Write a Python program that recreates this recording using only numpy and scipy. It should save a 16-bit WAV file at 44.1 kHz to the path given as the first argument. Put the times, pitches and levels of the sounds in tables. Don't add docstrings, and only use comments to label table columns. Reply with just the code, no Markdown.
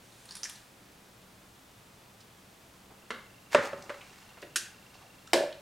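import sys
import numpy as np
from scipy import signal
from scipy.fft import rfft, irfft, next_fast_len
from scipy.io import wavfile
from scipy.ndimage import uniform_filter1d

SR = 44100
rng = np.random.default_rng(int(sys.argv[2]) if len(sys.argv) > 2 else 0)


def field_ratio(decibels):
    return 10 ** (np.asarray(decibels, dtype=float) / 20)


def wav_out(sig):
    wavfile.write(sys.argv[1], SR, np.round(np.clip(np.atleast_2d(sig).T, -1, 1) * 32767).astype(np.int16))


N = 247489


def unit(x):
    return x / np.sqrt(np.mean(x ** 2) + 1e-20)


def along(points, hz):
    f, v = np.transpose(points)
    return np.interp(np.log(hz + 1), np.log(f + 1), v)


def colour(x, points, tilt_db=0):
    m = next_fast_len(x.shape[-1] + 4096) // 2 * 2
    hz = np.fft.rfftfreq(m, 1 / SR)
    gain_db = along(points, hz) + tilt_db * np.log2((hz + 50) / 1000)
    cepstrum = irfft(np.log(field_ratio(gain_db) + 1e-6), m)
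    cepstrum[..., 1:m // 2] *= 2
    cepstrum[m // 2 + 1:] = 0
    return irfft(rfft(x, m) * np.exp(rfft(cepstrum)), m)[..., :x.shape[-1]]


def add(track, s, x):
    part = track[..., round(s * SR):round(s * SR) + x.shape[-1]]
    part += x[..., :part.shape[-1]]


# frequency in Hz, level in dB per Hz.
HISS_COLOUR = [(20, -7), (35, -1), (55, 1.5), (130, 2.5), (250, 1), (400, -1.6), (700, -2.6), (1200, -5.1),
               (2000, -8.3), (3200, -9.5), (5000, -12.2), (8000, -14.1), (12000, -17.4), (15900, -19.5)]
# frequency in Hz, level in dB per Hz.
HISS_SIDE_COLOUR = [(12, -45), (20, -31), (398, -3), (484, -6), (572, -3), (1150, -4.5), (1850, -7),
                    (7690, -21), (15900, -40)]
# frequency in Hz, width in Hz, level in dB.
HUM_RESONANCES = [(115, 19, -3.5), (191, 4.6, 1.5)]


def hiss_and_hum():
    hz = np.fft.rfftfreq(N, 1 / SR)
    resonance = sum(field_ratio(db) * hz * width / np.abs(centre * centre - hz * hz + 1j * hz * width)
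                    for centre, width, db in HUM_RESONANCES)
    hum = unit(irfft(rfft(rng.standard_normal(N)) * resonance, N))
    hiss = unit(colour(rng.standard_normal(N), HISS_COLOUR))
    side = unit(colour(rng.standard_normal(N), HISS_SIDE_COLOUR))
    return np.array([field_ratio(-57.6) * hiss + field_ratio(-65.5) * hum, field_ratio(-65.5) * side])


def lens_motor():
    frame_s, hunt_s, spin_up_s = 0.04, 3.0, 0.05
    idle_click_db, hunt_click_db = -65, -72
    whine_db, ease_db, ease_s = -56.5, 1, 0.5
    since = np.arange(N) / SR - hunt_s
    hunting = 1 / (1 + np.exp(-since / spin_up_s))
    click_gain = field_ratio(idle_click_db + (hunt_click_db - idle_click_db) * hunting)
    whine_gain = hunting * field_ratio(whine_db + ease_db * np.exp(-abs(since) / ease_s))
    steps = np.zeros(N)
    steps[(np.arange(0.0195, N / SR, frame_s) * SR).astype(int)] = 1
    steps *= field_ratio(1.5 * rng.standard_normal(N))
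    t = np.arange(600) / SR
    click = (np.sin(2 * np.pi * 2520 * t) + np.sin(2 * np.pi * 3520 * t)) * field_ratio(-60 * t / 0.03)
    whine = np.sin(2 * np.pi * 2730 * t) * np.exp(-((t - 0.0065) / 0.0042) ** 2)
    mid = signal.fftconvolve(steps * click_gain, click) + signal.fftconvolve(steps * whine_gain, whine)
    return mid[:N] * [[1], [-0.08]]


def bubbles(starts, hz, cycles, gain, rise):
    t = np.arange(700) / SR
    age = t * (hz / cycles)[:, None]
    phase = 2 * np.pi * hz[:, None] * t * (1 + rise * np.minimum(age, 1))
    wave = np.sin(phase) * np.exp(-3 * age) * (1 - np.exp(-t / 0.00022))
    where = (starts * SR).astype(int)[:, None] + np.arange(len(t))
    return np.bincount(where.ravel(), (gain[:, None] * wave).ravel(), N + SR)[:N]


# time in seconds, flow in dB.
STREAM_FLOW = [
    (0.021, -71),
    (0.294, -65.5),
    (0.436, -64.5),
    (0.57, -66),
    (0.68, -77),
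]
# frequency in Hz, level in dB per Hz.
SPRAY_COLOUR = [(350, -25), (600, -11.5), (1560, -5), (2100, -10.5), (3360, -9), (5250, -10.5), (6960, -10),
                (9490, -11.5), (15000, -36)]
# start in seconds, peak in dB, bubble pitch in Hz, level in dB of the fine bubbles beside it.
BIG_DROPS = [(0.1224, -53, 3920, -70), (0.2547, -58, 2660, -47), (0.2892, -43, 3960, -65),
             (0.3089, -37, 4650, -64), (0.321, -43, 4860, -49), (0.3527, -38.5, 5500, -37.5),
             (0.3674, -48, 5010, -38), (0.4325, -27, 5260, -51), (0.441, -32, 5870, -58),
             (0.4486, -32, 5900, -45), (0.4552, -37, 2110, -65), (0.4907, -46, 6140, -52),
             (0.4965, -37.5, 11000, -46), (0.496, -41, 3960, -60), (0.5571, -45.5, 4200, -64)]


def pour():
    bubbles_per_s = 250
    times, flows = np.transpose(STREAM_FLOW)
    flow_db = np.interp(np.arange(N) / SR, times, flows, left=-120, right=-120)
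    starts = np.arange(times[0], times[-1], 1 / bubbles_per_s)
    delay, pitch, life, size = rng.random((4, len(starts)))
    fizz = bubbles(starts + 0.012 * delay, 1500 * 7 ** pitch, 3 + 6 * life,
                   field_ratio(-4 * np.log(size + 1e-3)), rise=0.13)
    spray = unit(colour(rng.standard_normal(N), SPRAY_COLOUR))
    stream = field_ratio(flow_db) * (field_ratio(-3.5) * spray + field_ratio(-1) * fizz)

    sizes = []
    for start, peak_db, bubble_hz, fine_db in BIG_DROPS:
        sizes.append((start, peak_db, bubble_hz, 12.2))
        sizes.append((start, fine_db, 9200, 13.4))
    s, db, hz, cycles = np.repeat(np.transpose(sizes), repeats=6, axis=1)
    spread = rng.standard_normal((len(s), 2))
    late = abs(spread[:, 0]) * (np.arange(len(s)) % 6 > 0)
    drops = bubbles(s + 0.0037 * late, hz * np.exp(0.083 * spread[:, 1]), cycles,
                    field_ratio(db - 2.0 - 3.0 * late), rise=0.029)
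    impacts = np.bincount((s * SR).astype(int), field_ratio(db), N)
    puffs = signal.fftconvolve(impacts, field_ratio(-60 * np.arange(3000) / SR / 0.041))[:N]
    return stream + drops + field_ratio(-35.5) * puffs * spray


# frequency in Hz, time to fall 60 dB in seconds.
KITCHEN_DECAY = [(150, 0.31), (600, 0.39), (2000, 0.47), (6000, 0.34), (14000, 0.32)]
# frequency in Hz, side against mid in dB.
ECHO_WIDTH = [(100, -45), (500, -19.5), (1500, -9.5), (4000, -12.5), (9000, -13), (14000, -27)]


def in_room(x, wet_db, sent=None):
    hz, t, z = signal.stft(rng.standard_normal((2, SR // 2)), SR, nperseg=256)
    tail = signal.istft(z * field_ratio(-60 * t / along(KITCHEN_DECAY, hz)[:, None]), SR, nperseg=256)[1]
    build_up = np.clip(np.arange(tail.shape[1]) / SR / 0.0074, 0, 1)
    tail *= build_up / np.linalg.norm(tail[0])
    tail[1] = colour(tail[1], ECHO_WIDTH)
    source = x if sent is None else sent
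    wet = field_ratio(wet_db) * signal.fftconvolve(source[None], tail, axes=1)[:, :len(x)]
    return wet + [x, -0.04 * x]


# start in seconds, peak in dB, centre in Hz, spread in octaves, length in seconds.
SOFT_TOUCHES = [(2.202, -56, 4000, 1.2, 0.053), (2.904, -49.5, 505, 1.7, 0.069),
                (3.823, -48, 4900, 0.84, 0.012), (4.009, -46.5, 2400, 0.72, 0.03),
                (4.369, -47.5, 600, 2.2, 0.07), (4.417, -48.5, 4030, 1.3, 0.024),
                (4.423, -39, 404, 0.83, 0.045), (4.424, -40.5, 1750, 1.16, 0.035),
                (4.939, -54.5, 3300, 1, 0.067), (4.947, -54, 835, 0.71, 0.055),
                (5.007, -54, 835, 0.7, 0.092), (5.272, -48.5, 4000, 1.04, 0.019),
                (5.273, -50, 1420, .3, 0.023), (5.525, -43.5, 3000, 0.9, 0.018)]


def touches():
    track, t = np.zeros((2, N)), np.arange(SR // 3) / SR
    octaves = np.arange(-4, 5)
    for s, db, hz, spread, length in SOFT_TOUCHES:
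        hump = np.transpose([hz * 2.0 ** (octaves * spread / 2), -3 * octaves ** 2])
        swell = 1 - np.exp(-t / (0.24 * length))
        puff = colour(rng.standard_normal(len(t)) * field_ratio(-60 * t / length) * swell, hump)
        add(track, s, in_room(field_ratio(db) * puff / abs(puff).max(), wet_db=-4))
    return track


def knocks(contacts, crack_colour, modes, ring_db, wet_db):
    track, t = np.zeros((2, N)), np.arange(SR // 2) / SR
    hz, level_db, t60 = np.transpose(modes)[:, :, None]
    for s, db, tilt_db, more_ring_db, length in contacts:
        crackle = rng.standard_normal(len(t)) * field_ratio(-60 * t / length) * (1 - np.exp(-t / 0.00058))
        crack = colour(crackle, crack_colour, tilt_db)
        crack /= abs(crack).max()
        average = colour(1.0 * (t == 0), crack_colour, tilt_db)
        average *= np.linalg.norm(crack) / np.linalg.norm(average)
        strengths = level_db + rng.normal(0, 1.15, hz.shape) + tilt_db * np.log2(hz / 1000)
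        pitch = hz * (1 + 0.015 * rng.standard_normal(hz.shape))
        partials = field_ratio(strengths - 60 * t / t60) * np.sin(2 * np.pi * pitch * t)
        ring = partials.sum(axis=0) * (1 - np.exp(-t / 0.0017))
        ring *= field_ratio(ring_db + more_ring_db) / abs(ring).max()
        add(track, s, field_ratio(db - 5.0) * in_room(crack + ring, wet_db, sent=average + ring))
    return track


# start in seconds, peak in dB, brightness in dB per octave, ring in dB,
# contact length in seconds.
BOWL_SET_DOWN = [
    (3.1045, -21, 0.5, 0, 0.045),
]
# frequency in Hz, level in dB per Hz.
FOOT_COLOUR = [(71, -40), (120, -16), (387, 8), (555, 5), (751, -5.5), (1400, 5), (1900, -6), (2080, 4),
               (2420, -14), (2820, -6), (4190, -12.5), (4700, -18), (11000, -33.5), (14300, -58),
               (22000, -120)]
# frequency in Hz, level in dB, time to fall 60 dB in seconds.
FOOT_RING = [(227, -6.5, 0.2), (384, -22, 0.039), (527, -11.5, 0.094), (1175, -9.5, 0.054),
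             (1730, -8, 0.06)]


def bowl_set_down():
    return knocks(BOWL_SET_DOWN, FOOT_COLOUR, FOOT_RING, ring_db=-11.0, wet_db=-1.5)


# firmest moment in seconds, swell in seconds, fade in seconds,
# level in dB, brightness from 0 to 1.
DRAG_STROKES = [
    (3.536, 0.027, 0.018, -40, 0.7),
    (3.651, 0.059, 0.034, -37.5, 0.36),
    (3.8, 0.14, 0.41, -55, 0.33),
    (4.15, .3, 0.36, -65, 0.98),
    (4.95, 0.61, 0.66, -67, 0.66),
]
# frequency in Hz, level in dB per Hz.
DRAG_COLOUR = [(180, -35), (300, -4), (881, 7), (2130, 0), (2350, -1), (3090, -6.5), (3690, -7.5),
               (7130, -16), (14000, -36)]


def scrape():
    edge_loss_db = 22
    grain_db = 4.7 * uniform_filter1d(rng.standard_normal(N), size=60) * np.sqrt(60)
    grit = rng.standard_normal(N) * field_ratio(grain_db)
    dull = unit(colour(grit, DRAG_COLOUR, tilt_db=-6))
    bright = unit(colour(grit, DRAG_COLOUR, tilt_db=3.0))
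    s, swell, fade, db, push = np.transpose(DRAG_STROKES)[:, :, None]
    since = np.arange(N) / SR - s
    pressure = field_ratio(db - edge_loss_db * (since / np.where(since < 0, swell, fade)) ** 2)
    return (pressure * (dull * (1 - push) + bright * push)).sum(axis=0)


# start in seconds, peak in dB, brightness in dB per octave, ring in dB,
# contact length in seconds.
BOWL_BUMPS = [
    (3.5468, -5.5, 1, -1, 0.029),
    (3.583, -24.5, -5.5, 2.5, 0.021),
    (3.65, -31, -1, -4, 0.027),
    (3.731, -27, -1.5, 1.5, 0.034),
    (3.785, -36.5, -6, 1.5, 0.012),
    (3.894, -27.5, 1.1, -0.5, 0.082),
    (3.94, -39, 2.5, -12, 0.04),
]
# frequency in Hz, level in dB per Hz.
WALL_COLOUR = [(47, -59), (80, -23), (247, -22), (592, 2.5), (765, -22), (888, -10.5), (1220, -7),
               (2040, -13.5), (2220, -18), (2870, -23.5), (3400, -27.5), (8860, -44), (13000, -70)]
# frequency in Hz, level in dB, time to fall 60 dB in seconds.
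BOWL_RING = [(172, -12.5, 0.12), (251, -7.5, .08), (381, -3.5, 0.076), (471, -1, 0.038),
             (570.2, 2.5, 0.088), (926, -7, 0.05), (1470, -14, 0.0068), (1780, -11.5, 0.039)]


def bowl_bumps():
    return knocks(BOWL_BUMPS, WALL_COLOUR, BOWL_RING, ring_db=-3.5, wet_db=-5.0)


# start in seconds, peak in dB, brightness in dB per octave, ring in dB, contact
# length in seconds.
CLIP_SNAP = [
    (4.5586, -15, 0.24, -0.57, 0.067),
]
CLIP_COLOUR = [(290, -50), (500, -20), (687, -25), (1060, -16), (1300, -15), (1500, 0), (2280, -15.5),
               (2490, -7), (3320, -11.5), (3570, -11.5), (6540, -9), (11000, -17.5), (15800, -42)]
CLIP_RING = [(340, -15.5, 0.12), (1520, -12, 0.053), (6600, -3, 0.034)]


def clip_snap():
    return knocks(CLIP_SNAP, CLIP_COLOUR, CLIP_RING, ring_db=-16.5, wet_db=-4.5)


# start in seconds, peak in dB, brightness in dB per octave, ring in dB,
# contact length in seconds.
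LID_LANDING = [
    (5.3323, -7.5, -0.088, -4.5, 0.023),
    (5.341, -11.5, -2.3, 3.5, 0.026),
    (5.376, -20.5, -2.2, -8.5, 0.013),
]
# frequency in Hz, level in dB per Hz.
RIM_COLOUR = [(59, -44), (100, -43), (254, -16), (618, -4), (925, -8), (1270, -21.5), (1600, -13),
              (1940, -17.5), (5480, -20), (6090, -25.5), (8190, -25.5), (13100, -39.5), (15800, -51)]
# frequency in Hz, level in dB, time to fall 60 dB in seconds.
JUG_RING = [(364.6, -4.5, 0.094), (565, 0, 0.08), (633.6, 2, 0.1), (1500, -17, 0.035), (1748, -13.5, .08),
            (2400, -14, 0.051)]


def lid_landing():
    return knocks(LID_LANDING, RIM_COLOUR, JUG_RING, ring_db=-4.0, wet_db=-2.5)


# start in seconds, peak in dB.
LID_ROCKS = [
    (5.356, -16.5),
    (5.406, -22.5),
    (5.436, -23),
    (5.495, -44),
    (5.585, -55),
]
# frequency in Hz, level in dB per Hz.
HOLLOW_COLOUR = [(120, -40), (330, -14), (590, 0), (700, -8), (1000, -28), (2400, -40), (6000, -60),
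                 (16000, -90)]
# frequency in Hz, level in dB, time to fall 60 dB in seconds.
CAVITY_RING = [(364, -5, 0.055), (585.5, 1, 0.13), (646, -3, 0.047)]


def lid_settling():
    tilt_db, more_ring_db, length_s = -2.3, 4, 0.026
    rocks = [(s, db, tilt_db, more_ring_db, length_s) for s, db in LID_ROCKS]
    return knocks(rocks, HOLLOW_COLOUR, CAVITY_RING, ring_db=0.0, wet_db=-8.0)


# frequency in Hz,
# gain in dB.
AIRBORNE_COLOUR = [(20, -47), (45, -16), (90, 4), (150, -0.5), (20000, 10)]


def scene():
    bowl = bowl_set_down() + bowl_bumps()
    lid = clip_snap() + lid_landing() + lid_settling()
    near = bowl + lid + touches() + in_room(scrape() + pour(), wet_db=-3.5)
    mid, side = colour(near, AIRBORNE_COLOUR) + lens_motor() + hiss_and_hum()
    return np.array([mid + side, mid - side])


def band_limit(x):
    return signal.sosfilt(signal.butter(12, 16480, fs=SR, output="sos"), x)


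def record(dry):
    limited = irfft(rfft(dry) * (np.fft.rfftfreq(N, 1 / SR) < 15950), N)
    return band_limit(limited)


dry = scene()
out = record(dry)
wav_out(out)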